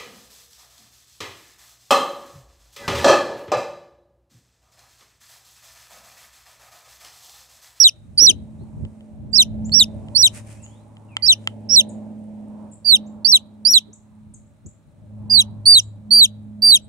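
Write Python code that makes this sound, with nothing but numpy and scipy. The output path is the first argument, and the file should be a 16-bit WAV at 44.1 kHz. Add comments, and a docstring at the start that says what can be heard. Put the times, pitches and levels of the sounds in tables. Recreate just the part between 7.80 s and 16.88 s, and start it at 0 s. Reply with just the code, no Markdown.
"""On a lawn a chick peeps close by: each peep is a high whistle that arches, tumbles down and turns raspy.
A far engine hums, swelling and fading: firing tone, octave and upper orders are sines, its roar is noise.
Wind rumbles and bumps as coloured noise; dry leaves rustle as noise, crackle and snap as ringing clicks.
Wild birds chip and whistle further off as short gliding sines. The chick's voice is a sine with overtones."""
import sys
import numpy as np
from scipy import signal
from scipy.fft import rfft, irfft, next_fast_len
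from scipy.io import wavfile
from scipy.ndimage import uniform_filter1d, minimum_filter1d

SR = 44100
rng = np.random.default_rng(int(sys.argv[2]) if len(sys.argv) > 2 else 0)


def transcribe(u):
    """Save the signal u as a 16-bit wav file named by the first command-line argument.

    u: samples, shape (n,) or (channels, n), limited to [-1, 1]; the rate is SR.
    q: integer samples, one column per channel.
    """
    v = np.clip(np.atleast_2d(u).T, -1, 1)
    q = np.round(v * 32767).astype(np.int16)
    wavfile.write(sys.argv[1], SR, q)


N = 400428
TIME_S = np.arange(N) / SR
AIR_DB, CUTOFF_HZ = -73, 15800
GRASS_T60_S = .09
SAG_AT_S = .05   # the arch lies lower by its sag this long before and after the crest
HOOK_S = .004   # decay constant of the opening hook
LEAP_S, STEP_S = .0022, .0015   # transition widths: up a register, down to the tail
TAIL_END_HZ, TAIL_BEND = 2400, 1.9   # the tail plunges ever faster to this pitch
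RASP_LEAD_S, RASP_RISE_S = .008, .007   # the rasp sets in a little before the break

# Levels are relative: gains in the functions follow. Balance is left minus right.
# steady air noise: [f/Hz, density/dB]
AIR_COLOUR = [(710, -29.5), (1200, -4.5), (1520, -10), (2510, -16), (2920, -19), (4070, -15), (4980, -32),
              (6730, -28), (15500, -29)]
# far engine, mean firing rate: [t/s, f/Hz]
ENGINE_FIRING_HZ = [(0, 109.6), (1.5, 107.8), (2.4, 108.6), (2.9, 107.4), (4.2, 107.4), (4.8, 105.8),
                    (6.3, 106.7), (7.4, 105.8), (9.08, 105.4)]
# weak upper engine orders: [multiple, level re exhaust curve/dB]
ENGINE_UPPER_ORDERS = [(3, -4.5), (5, -14.5)]
# firing tone: [t/s, level/dB]
FIRING_LEVEL = [(0, -58.5), (.55, -50), (1.05, -59), (1.3, -58), (1.85, -45), (2.6, -41), (3.05, -49.5),
                (3.7, -41), (4.8, -55.5), (5.85, -57), (7.1, -61.5), (7.35, -39), (8.1, -38), (8.3, -49),
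                (8.55, -41), (9.08, -55.5)]
# its octave: [t/s, level/dB]
OCTAVE_LEVEL = [(0, -72), (.55, -44), (1.35, -45.5), (1.85, -29), (2.5, -48.5), (3.199, -55.5),
                (4.1, -35.5), (4.85, -38.5), (5, -54.5), (5.2, -35), (5.7, -49.5), (5.85, -42), (6.2, -56),
                (6.4, -47), (7.1, -73), (7.35, -42.5), (7.599, -36.5), (8.1, -60.5), (8.3, -36.5),
                (8.549, -44), (8.8, -37.5), (9.08, -53)]
# exhaust roar: [t/s, level/dB]
EXHAUST_LEVEL = [(0, -63), (.25, -69.5), (0.549, -60), (1.5, -59), (1.851, -52), (2.201, -50), (3.05, -60),
                 (3.5, -57), (4.1, -47.5), (4.45, -55), (4.85, -51.5), (5, -63.5), (5.199, -51.5),
                 (5.7, -60.5), (6.4, -70), (7.1, -69), (7.55, -54.5), (8, -63.5), (9.08, -62)]
# exhaust roar: [f/Hz, density/dB]
EXHAUST_COLOUR = [(130, -1.5), (250, 5.5), (330, -8.5), (420, -6.5), (520, -7.5), (590, 2.5), (700, -10.5),
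                  (850, -8), (1050, -16), (1350, -28.5), (2000, -35.5), (2800, -37)]
# slow rise and fall of the breeze on the ports: [t/s, level/dB]
BREEZE_LEVEL = [(0, -67), (.3, -52.5), (1.2, -57.5), (2.6, -51), (3, -61), (7.1, -61.5), (7.5, -46),
                (8.1, -53), (9.08, -54)]
# gusts on top of it: [centre t/s, length/s, level/dB]
GUST_SWELLS = [(.52, 0.368, -47.5), (.82, 0.099, -44), (1.02, 0.1303, -37.5), (1.45, .22, -43),
               (1.85, 0.45, -38), (2.23, .15, -45.5), (6.5, 0.175, -58.5), (6.865, 0.036, -42)]
# breeze and gusts: [f/Hz, density/dB]
WIND_SPECTRUM = [(25, -22), (50, -6), (80, 3.5), (150, 0), (250, -9), (450, -26.5), (900, -45.5)]
# soft handling bumps: [centre t/s, length/s, level/dB]
HANDLING_BUMPS = [(0.427, 0.0246, -28.5), (0.509, 0.055, -32), (0.816, 0.0177, -41), (1.041, 0.035, -42.5),
                  (6.09, 0.049, -48.5)]
# handling bumps: [f/Hz, density/dB]
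BUMP_SPECTRUM = [(40, -21.5), (120, 0.5), (350, 1), (600, -9.5), (1000, -32.5), (2000, -43.5)]
# dry leaves stirring: [t/s, level/dB]
RUSTLE_LEVEL = [(0, -72.5), (1.2, -70.5), (1.45, -77), (2.3, -66.5), (2.8, -60.5), (3.1, -71.5),
                (4.9, -72.5), (5.3, -76.5), (9.08, -76.5)]
# the hand brushes through them: [centre t/s, length/s, level/dB]
HAND_BRUSHES = [(2.57, .06, -42), (2.71, .09, -54), (3.65, .12, -66.5)]
# leaf rustle: [f/Hz, density/dB]
LEAF_COLOUR = [(650, -37), (1100, -10), (1280, -7.5), (2440, -3), (3500, -14), (4080, -13.5), (6610, -7.5),
               (9070, -4), (10500, -14), (15000, -32)]
# sharp snaps and small ticks: [t/s, click level/dB]
SNAP_CLICKS = [(1.051, -40.5), (1.208, -49.5), (1.895, -38.5), (2.285, -41), (2.864, -43), (2.939, -58.5),
               (3.169, -43.5), (3.368, -12), (3.641, -52), (3.674, -9.5)]
# resonances of the snaps: [f/Hz, level/dB, t60/s]
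SNAP_RESONANCES = [(961, -15.5, 0.0078), (1340, -15.5, 0.024), (2100, -10, 0.016), (3040, 5.5, 0.0079),
                   (4300, -5, 0.0013), (7232, -3.5, 0.0023)]
# wild birds: [t/s, length/s, start f/Hz, middle f/Hz, end f/Hz, level/dB]
BIRD_CALLS = [(0.786, 0.055, 3600, 4234, 4300, -69), (1.516, 0.0478, 8245, 6990, 7080, -45),
              (1.845, 0.029, 5644, 7180, 7660, -42.5), (2.657, 0.38, 2100, 2855, 4240, -67),
              (2.822, 0.03, 8720, 7070, 6750, -42.5), (3.284, 0.2, 2810, 2111, 1708, -55.5),
              (4.089, 0.016, 10000, 7470, 6600, -41.5), (4.913, 0.033, 9300, 7200, 9500, -47.5),
              (5.261, 0.025, 5630, 7110, 7393, -53.5), (6.129, 0.01583, 5580, 7330, 8270, -43),
              (6.538, 0.014, 10000, 7060, 6380, -42), (6.661, 0.0217, 6401, 7680, 8150, -66),
              (6.86, .014, 6000, 7390, 7770, -46), (8.002, 0.044, 8370, 7020, 9040, -47),
              (9.014, 0.042, 8140, 7800, 9530, -58)]
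# Each peep: a high arch, a break down to a sagging shelf, a step down to a short tail.
# "tone" is four columns that add to the throat's: level/dB, overtones/dB, balance/dB, right-ear lag/ms.
# arches: [t/s, time to crest/s, attack constant/s, crest f/Hz, sag/Hz, opening hook/Hz, tone x 4,
# third and higher harmonics/dB]
PEEP_ARCHES = [(-0.05, 0.062, 0.0086, 5676.0, 1079.0, -5, 0.9, -15, -11.5, -0.026, -6.5),
               (0.375, 0.065, 0.0114, 5414, 816, 1279, 1.5, -2.5, 1.8, -0.0088, -20.5),
               (1.529, 0.073, 0.014, 5196, 333.0, 275.5, -3, -13.7, -9, -0.052, -6),
               (1.918, 0.059, 0.0048, 5116.0, 728, 249, -11.5, -0.12, 4, -0.112, -10),
               (2.348, 0.065, 0.04, 5134, 676, 785.5, 6.5, -3, -1.5, -0.0385, -20),
               (3.422, 0.0271, 0.0095, 4755, 215.3, -185.0, -7, -13.5, -3, 0.022, -0.5),
               (3.889, 0.048, 0.031, 5708, 912.0, 652, -0.5, -23.3, -9.7, -0.045, -8),
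               (5.045, 0.0132, 0.058, 4735, 336, -105.0, 1.5, -9.5, -5, 0.059, 0.0),
               (5.446, 0.069, 0.003, 5145, 427.0, 295.5, -2.65, -10, -7.4, 0.059, -1.5),
               (5.849, 0.11945, 0.0067, 5570, 195.7, 99.5, -0.5, -4.5, -8.5, 0.046, -8),
               (7.497, -0.049, 0.0146, 5024, 102.3, -473.0, -2.2, -10, -3.5, -0.12, 0.0),
               (7.854, 0.051, 0.014, 4703, 308.0, 49.5, 0.7, 4, 2.5, 0.1244, -7.5),
               (8.306, 0.055, 0.0081, 4705.0, 260.4, -21, -1.5, 1, 2.47, 0.064, -4.5),
               (8.819, 0.0395, 0.0123, 4714, 174.0, -38, -1.6, 1.5, 1.5, 0.084, 0.0)]
# leaps to a higher register within some arches: [t/s, rise/Hz, change of tone x 4]
REGISTER_LEAPS = [(0.3956, 423, -0.6, -18.5, -15, -0.034), (1.5548, 433.1, 2.5, -16, -11.5, 0.003),
                  (1.9378, 578.9, 10.5, -26, -23.5, -0.005), (2.3755, 628.9, -8, -18, -9.1, -0.017),
                  (3.4607, 711, 2.8, -17, -12, -0.011), (5.4754, 599.0, -2, -7.0, 6, -0.024),
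                  (5.8813, 376.8, -4.5, -4.8, 10.5, -0.088)]
# shelves: [break t/s, break transition width/s, first f/Hz, last f/Hz, tone x 4]
PEEP_SHELVES = [(0.04, 0.0037, 4093, 3584, 0.67, -5, -1.16, 0.0178),
                (0.4666, 0.004, 4148.0, 3684.0, -0.9, -5.5, -0.5, 0.005),
                (1.579, 0.0043, 4371.0, 3530, -1.24, -3.1, -2.2, -0.014),
                (1.9938, 0.0062, 4176, 3501, -1.61, 5, -0.3, -0.082),
                (2.4268, 0.0047, 4213, 3645, 0.37, 1.5, 1.5, -0.0042),
                (3.482, 0.002, 4366, 3435, -0.9, -6, 2, 0.011),
                (3.9598, 0.00375, 4310, 3609, -0.1, -2, 0, 0.0097),
                (5.1188, 0.00443, 4103.0, 3646, 0.613, -1.5, -2.5, -0.011),
                (5.5214, 0.0058, 4380, 3697, 0.4, -3, -0.8, -0.018),
                (5.9356, 0.00591, 4291, 3700, 1, 0.5, -6, -0.0025),
                (7.5712, 0.0051, 4191, 3770, -1.75, -2.8, -4, 0.073),
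                (7.9495, 0.0042, 4144, 3736, 0.13, 5, -0.2, 0.092),
                (8.408, 0.00441, 4100, 3707, -0.15, 0.84, 0, 0.057),
                (8.9158, 0.003, 4150.0, 3680, -0.79, 2.5, -0.4, 0.078)]
# tails: [step t/s, length/s, first f/Hz, tone x 4]
PEEP_TAILS = [(0.076, 0.0232, 3175, 0, 10.4, 5, -0.18), (0.4952, 0.024, 3227, 5, 8.8, 17.5, -0.0705),
              (1.6176, 0.02, 3190, 1.2, 12.2, 12.5, -0.049), (2.0287, 0.0175, 3165, -6, 13.58, 7.5, -0.146),
              (2.4652, 0.02, 3228.0, 3, 6.5, 12, -0.02), (3.5205, 0.02186, 3120, 6.4, 0.8, -0.5, 0.019),
              (4.0014, 0.0184, 3210, 3, 1.5, -3.6, 0.018),
              (5.1546, 0.01914, 3225.0, 1.8, 1.14, -5.8, 0.0029),
              (5.562, 0.02067, 3335, -1.3, 4.1, 1.5, 0.027), (5.9774, 0.01627, 3397, 0.8, 6.5, 6.7, -0.019),
              (7.6062, 0.024, 3328, -2.2, 4.2, 3, -0.038), (7.986, 0.021, 3310, -2, 8.1, 2, -0.057),
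              (8.4467, 0.019, 3333, 0.52, 6, 4, -0.048), (8.9558, 0.025, 3291, 0.4, 6.9, 5, -0.056)]
# tone shared by all peeps: [pitch f/Hz, tone x 4]
THROAT_TONE = [(2400.0, -41.5, -5, 3, 0.207), (2861, -24, -4.5, -6.5, 0.199), (3132, -18, -10.5, 1, 0.189),
               (3500.0, -7.5, -17.5, 0.5, 0.15), (3754, -6.5, -13.5, 1.04, 0.09),
               (3790, -5, -13.5, 1.74, 0.1), (4300.0, -7, -17, -9, 0.09),
               (4550.0, -6.5, -16.5, -10.5, 0.134), (4930, -8, -14.5, -1, 0.138),
               (4907, -10, -18.5, -3.5, 0.186), (5800.0, -8.5, -6, 3, 0.201)]
# colour of the third and higher harmonics: [f/Hz, level/dB]
BEAK_COLOUR = [(7500, -19), (8700, -18.5), (9700, -1), (10500, -12.5), (11500, -9), (12300, -20.5),
               (13000, -12), (13800, -9.5), (14200, -13.5), (14600, -20), (15300, -13.5), (16500, -25.5)]
# overtones at the two ports: [f/Hz, balance/dB]
OVERTONE_BALANCE = [(5000, 10), (6500, -14), (7500, 3.5), (8200, -6), (9300, 18), (10300, 24.5),
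                    (11500, 14), (13000, 3.5), (15500, 0.5)]
# breathy rasp, mainly of the falling voice: [f/Hz, density/dB]
RASP_COLOUR = [(3800, -9.5), (4600, -0.5), (5600, -7.5), (6600, -8), (7600, 0.5), (9500, -1.5),
               (10600, -4.5), (11500, -4), (12400, -13.5), (13400, -4.5), (14500, -9), (15500, -11)]
# quick tremolo that opens one peep: [start t/s, end t/s, rate f/Hz, depth 0-1]
OPENING_TREMOLO = (3.889, 3.915, 235, .65)


def from_db(db):
    """Amplitude ratio of a level in dB."""
    return 10 ** (np.asarray(db) / 20)


def rms_one(x):
    """Scales to rms 1."""
    return x / np.sqrt(np.mean(x ** 2) + 1e-20)


def curve(rows):
    """A two-column table read along time."""
    t, value = np.transpose(rows)
    return np.interp(TIME_S, t, value)


def at_hz(points, hz):
    """A spectrum table read on a log-frequency axis."""
    f, value = np.transpose(points)
    return np.interp(np.log(np.maximum(hz, 1)), np.log(f), value)


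def low_pass(x, order, hz):
    """Butterworth cut of the highs."""
    return signal.sosfilt(signal.butter(order, hz, fs=SR, output="sos"), x)


def high_pass(x, hz):
    """Steep Butterworth cut of the lows."""
    return signal.sosfilt(signal.butter(4, hz, "high", fs=SR, output="sos"), x)


def band_pass(x, low_hz, high_hz):
    """Keeps one band, with gentle skirts."""
    return signal.sosfilt(signal.butter(2, [low_hz, high_hz], "band", fs=SR, output="sos"), x)


def drift(rate_hz):
    """Random wander of rms 1, linear between steps at this rate."""
    steps = rng.standard_normal(int(N / SR * rate_hz) + 2)
    return rms_one(np.interp(TIME_S * rate_hz, np.arange(len(steps)), steps))


def tremble(top_hz):
    """Random unsteadiness of rms 1, low-passed at top_hz."""
    return rms_one(low_pass(rng.standard_normal(N), 6, top_hz))


def swells(rows):
    """Summed gain of bell-shaped swells; length is the full width at 1/e."""
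    return sum(from_db(db) * np.exp(-(2 * (TIME_S - centre_s) / length_s) ** 2)
               for centre_s, length_s, db in rows)


def switch(t, at_s, width_s):
    """Goes smoothly from 0 to 1 around a moment."""
    return .5 + .5 * np.tanh((t - at_s) / width_s)


def eased(control, size=110):
    """Rounds the corners of a control: throat and beak cannot jump."""
    once = uniform_filter1d(control, size, mode="nearest")
    return uniform_filter1d(once, size, mode="nearest")


def panned(balance_db):
    """Left and right gains of constant power; positive is left."""
    gains = from_db(np.array([balance_db, -balance_db]).reshape(2, -1) / 2)
    return gains / np.sqrt(np.mean(gains ** 2, axis=0))


def noise(spectrum, alike):
    """Stereo noise of rms 1 and given colour, falling away beyond its ends; alike is the correlation."""
    size = next_fast_len(N)
    hz = np.fft.rfftfreq(size, 1 / SR) + 1
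    skirts = np.minimum(1, hz / spectrum[0][0]) ** 2 * np.minimum(1, spectrum[-1][0] / hz) ** 2
    white = rfft(rng.standard_normal((2, size)))
    mid, side = irfft(white * from_db(at_hz(spectrum, hz)) * skirts, size)[:, :N]
    return rms_one(np.sqrt(1 + alike) * mid + np.sqrt(1 - alike) * side * [[1], [-1]])


def ring(clicks, hz, t60_s):
    """Two-pole resonator: each click starts a decaying sine."""
    radius, w = from_db(-60 / (t60_s * SR)), 2 * np.pi * hz / SR
    return signal.lfilter([0, np.sin(w)], [1, -2 * radius * np.cos(w), radius * radius], clicks + 1e-18)


def scatter(x, t60_s, dull_hz):
    """Dense faint reflections: decaying noise of up to 1 s, different in each ear."""
    tail = rng.standard_normal((2, SR)) * from_db(-60 * TIME_S[:SR] / t60_s)
    tail /= np.sqrt(np.sum(tail ** 2) / 2)
    return signal.fftconvolve(x, low_pass(tail, 2, dull_hz), axes=1)[:, :N]


def air():
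    """Steady, faint coloured noise."""
    return from_db(AIR_DB) * noise(AIR_COLOUR, alike=0.18)


def engine(firing_db=1.0, octave_db=0.44, roar_db=7.5, waver=0.0032):
    """Firing tone and octave swell separately on their way over the ground, above a dull roar."""
    firing, octave, roar = [from_db(curve(rows)) for rows in (FIRING_LEVEL, OCTAVE_LEVEL, EXHAUST_LEVEL)]
    firing_hz = curve(ENGINE_FIRING_HZ) * (1 + waver * drift(9.2))
    phase = 2 * np.pi * np.cumsum(firing_hz) / SR
    hum = from_db(firing_db) * firing * np.sin(phase) * panned(0.868)
    hum += from_db(octave_db) * octave * np.sin(2 * phase + [[.2], [-.2]]) * panned(-2.5)
    for order, level_db in ENGINE_UPPER_ORDERS:
        hum += roar * from_db(level_db + 0.74 * drift(9.2)) * np.sin(order * phase) * panned(10.0)
    exhaust = noise(EXHAUST_COLOUR, alike=0.64)
    # moving air lets each range swell on its own
    for low_hz, high_hz in [(280, 310), (500, 510), (750, 1900)]:
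        exhaust = exhaust + 0.61 * drift(3.3) * band_pass(exhaust, low_hz, high_hz)
    return np.sqrt(2) * hum + from_db(roar_db) * roar * exhaust * panned(-3.5)


def wind(gust_db=6.5, lumpy_db=1.5):
    """Breeze and gusts give a lumpy rumble, largely its own on each port."""
    flow = from_db(curve(BREEZE_LEVEL)) + swells(GUST_SWELLS)
    flow *= from_db(gust_db + lumpy_db * drift(25))
    return flow * noise(WIND_SPECTRUM, alike=.3)


def bumps():
    """Soft handling bumps: short swells of low noise."""
    return swells(HANDLING_BUMPS) * noise(BUMP_SPECTRUM, alike=.3)


def leaf_rustle(grain_db=1.0, ticks_per_s=25, tick_db=14):
    """Stirred leaves: grainy noise, and tiny ringing crackles that grow with it."""
    brushing = from_db(curve(RUSTLE_LEVEL)) + swells(HAND_BRUSHES)
    grain = rms_one(from_db(grain_db * drift(500)))
    rustle = brushing * grain * noise(LEAF_COLOUR, alike=0.36)
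    clicks = (rng.random(N) < ticks_per_s / SR) * rng.standard_normal((2, N))
    crackles = ring(clicks, 8200, .002) - ring(clicks, 9800, .003)
    return rustle + from_db(tick_db) * brushing * crackles


def leaf_snaps(low_hz=864.6, top_hz=9000, right_lag_s=0.0001672):
    """Brittle snaps: band-limited clicks ring short modes, later but slightly louder on the right."""
    clicks = np.zeros(N)
    for t_s, db in SNAP_CLICKS:
        clicks[round(t_s * SR)] = from_db(db)
    clicks = low_pass(high_pass(clicks, low_hz), 4, top_hz)
    left = sum(from_db(db) * ring(clicks, hz, t60_s) for hz, db, t60_s in SNAP_RESONANCES)
    right = np.interp(TIME_S - right_lag_s, TIME_S, left)
    snaps = np.array([left, right]) * panned(-1.0)
    return snaps + from_db(-27.0) * scatter(snaps, t60_s=0.16, dull_hz=8950)


def wild_birds(waver_hz=45):
    """Thin whistles, each one curved, wavering glide, blurred by the trees."""
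    calls, waver = np.zeros(N), drift(400)
    for start_s, length_s, *pitches_hz, level_db in BIRD_CALLS:
        span = np.flatnonzero((TIME_S >= start_s) & (TIME_S < start_s + length_s))
        u = np.linspace(0, 1, len(span))
        glide = np.polyfit([0, .5, 1], pitches_hz, 2)
        pitch_hz = np.polyval(glide, u) + waver_hz * waver[span]
        envelope = from_db(level_db) * np.sqrt(np.abs(np.sin(np.pi * u)))
        calls[span] += envelope * np.sin(2 * np.pi * np.cumsum(pitch_hz) / SR)
    calls = calls * from_db(2.5 * drift(120)) * panned(1)   # the far path makes them flicker
    bright_blur = from_db(-1.5) * scatter(calls, t60_s=0.3, dull_hz=10000)
    dull_blur = from_db(1.0) * scatter(calls, t60_s=0.38, dull_hz=3200)
    return calls + bright_blur + dull_blur


def tremolo():
    """Gain of the voice while it trembles, dying away as the whistle settles."""
    start_s, end_s, rate_hz, depth = OPENING_TREMOLO
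    window = np.interp(TIME_S, [start_s, (start_s + end_s) / 2, end_s], [1, 1, 0], left=0)
    return 1 + depth * window * np.sin(2 * np.pi * rate_hz * (TIME_S - start_s))


def peep(arch, shelf, tail, crossing_db=-1.0):
    """Samples, pitch and tone of one peep; the voice passes smoothly through each change of register."""
    start_s, crest_s, attack_s, crest_hz, sag_hz, hook_hz, *arch_tone, _ = arch
    break_at_s, break_s, shelf_from_hz, shelf_to_hz, *shelf_tone = shelf
    step_at_s, tail_s, tail_hz, *tail_tone = tail
    span = np.flatnonzero((TIME_S >= start_s) & (TIME_S <= step_at_s + tail_s))
    t = TIME_S[span]

    hook = hook_hz * np.exp((start_s - t) / HOOK_S)
    arch_pitch = crest_hz - sag_hz * ((t - start_s - crest_s) / SAG_AT_S) ** 2 + hook
    shelf_pitch = np.interp(t, [break_at_s, step_at_s], [shelf_from_hz, shelf_to_hz])
    plunge = np.clip((t - step_at_s) / tail_s, 0, 1) ** TAIL_BEND
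    tail_pitch = tail_hz + (TAIL_END_HZ - tail_hz) * plunge

    # rows of voice: pitch, then the four of tone
    voice, crossings = np.array(np.broadcast_arrays(arch_pitch, *arch_tone)), 0
    for leap_s, *change in REGISTER_LEAPS:
        if start_s < leap_s < break_at_s:
            leapt = switch(t, leap_s, LEAP_S)
            voice = voice + np.outer(change, leapt)
            crossings = crossings + np.sin(np.pi * leapt)
    parts = [(shelf_pitch, shelf_tone, switch(t, break_at_s, break_s)),
             (tail_pitch, tail_tone, switch(t, step_at_s, STEP_S))]
    for part_pitch, part_tone, entered in parts:
        part = np.array(np.broadcast_arrays(part_pitch, *part_tone))
        voice = voice + entered * (part - voice)
        crossings = crossings + np.sin(np.pi * entered)

    pitch_hz, *tone = voice
    throat_hz, *throat = np.transpose(THROAT_TONE)
    level_db, overtone_db, balance_db, lag_ms = [
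        eased(own + np.interp(pitch_hz, throat_hz, shared)) for own, shared in zip(tone, throat)]
    attack = 1 - np.exp((start_s - t) / attack_s)
    level = from_db(level_db + crossing_db * eased(crossings)) * attack
    return span, pitch_hz, level, overtone_db, balance_db, lag_ms


def chick(jitter=.0008, fall_jitter=0.0056, catch_db=1.7, catch_s=.005, step_db=-14, rasp_db=-36,
          arch_breath=.04, strain_breath=.08, strain_flutter_db=0.3834, breath_follows=0.32,
          shimmer_db=4.0, grain_db=1.5, edge_s=0.0024):
    """The syrinx whistles purely on the arch; as tension drops it grows unsteady and breathy."""
    tones, breath = np.zeros((2, N)), np.zeros(N)
    wobble, flutter = tremble(570), tremble(550)
    shimmer = {k: shimmer_db * drift(110) for k in range(2, 6)}   # each overtone wavers on its own
    grain = {k: grain_db * tremble(700) for k in range(2, 6)}   # and roughens in the fall
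    for arch, shelf, tail in zip(PEEP_ARCHES, PEEP_SHELVES, PEEP_TAILS):
        span, pitch_hz, level, overtone_db, balance_db, lag_ms = peep(arch, shelf, tail)
        t, treble_db = TIME_S[span], arch[-1]
        slack = switch(t, shelf[0] - RASP_LEAD_S, RASP_RISE_S)   # 0 on the arch, 1 in the fall
        strain = eased(np.clip((pitch_hz - 4900) / 800, 0, 1))   # the highest register leaks air too
        pitch_hz = pitch_hz * (1 + (jitter + fall_jitter * slack) * wobble[span])

        edges = np.sin(np.pi / 2 * np.clip(np.minimum(t - t[0], t[-1] - t) / edge_s, 0, 1))
        catch = np.exp(-(t - t[0]) / catch_s)   # the voice scratches as it starts
        flutter_db = (strain_flutter_db * strain + catch_db * catch) * flutter[span]
        level = edges * level * from_db(flutter_db)

        ear_lag = pitch_hz * lag_ms / 1000 * [[.5], [-.5]]   # cycles
        phase = 2 * np.pi * (np.cumsum(pitch_hz) / SR + ear_lag)
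        voice = panned(balance_db) * np.sin(phase)
        for k in range(2, 6):
            overtone_hz = k * pitch_hz
            colour_db = 0
            if k > 2:
                colour_db = at_hz(BEAK_COLOUR, overtone_hz) + step_db * (k - 3) + treble_db * (1 - slack)
            gain = from_db(overtone_db + colour_db + shimmer[k][span] + slack * grain[k][span])
            gain = gain * (overtone_hz < SR / 2)
            ports = panned(eased(at_hz(OVERTONE_BALANCE, overtone_hz), size=50))
            voice += gain * ports * np.sin(k * phase)
        tones[:, span] += np.sqrt(2) * level * voice

        fall_breath = np.interp(pitch_hz, [3300, 4200], [1.2, .5])
        leak = arch_breath + strain_breath * strain + slack * fall_breath
        breath[span] = level.max() * (level / level.max()) ** breath_follows * leak
    rasp = high_pass(breath * noise(RASP_COLOUR, alike=0.0), hz=4000)
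    return high_pass(tones, hz=2000) + from_db(rasp_db) * rasp


def scene():
    """The peeps glance off the grass nearby; their loud middle register returns faintly from the garden."""
    background = air() + engine() + wind() + bumps() + leaf_rustle() + leaf_snaps() + wild_birds()
    peeps = chick() * tremolo()
    grass = from_db(-23.0) * scatter(peeps, t60_s=GRASS_T60_S, dull_hz=13000)
    middle = band_pass(peeps, low_hz=2700, high_hz=4300)
    garden = from_db(-43) * scatter(middle, t60_s=0.42, dull_hz=6000)
    return background + peeps + grass + garden


def record(dry):
    """A fast, smooth limiter holds peaks to .95 of full scale; then the top is cut steeply."""
    needed = np.minimum(1, .95 / (np.abs(dry).max(axis=0) + 1e-9))
    gain = uniform_filter1d(minimum_filter1d(needed, size=177), size=177)
    top_cut = signal.ellip(10, .1, 90, CUTOFF_HZ, fs=SR, output="sos")
    return signal.sosfilt(top_cut, dry * gain)


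dry = scene()
out = record(dry)
transcribe(out)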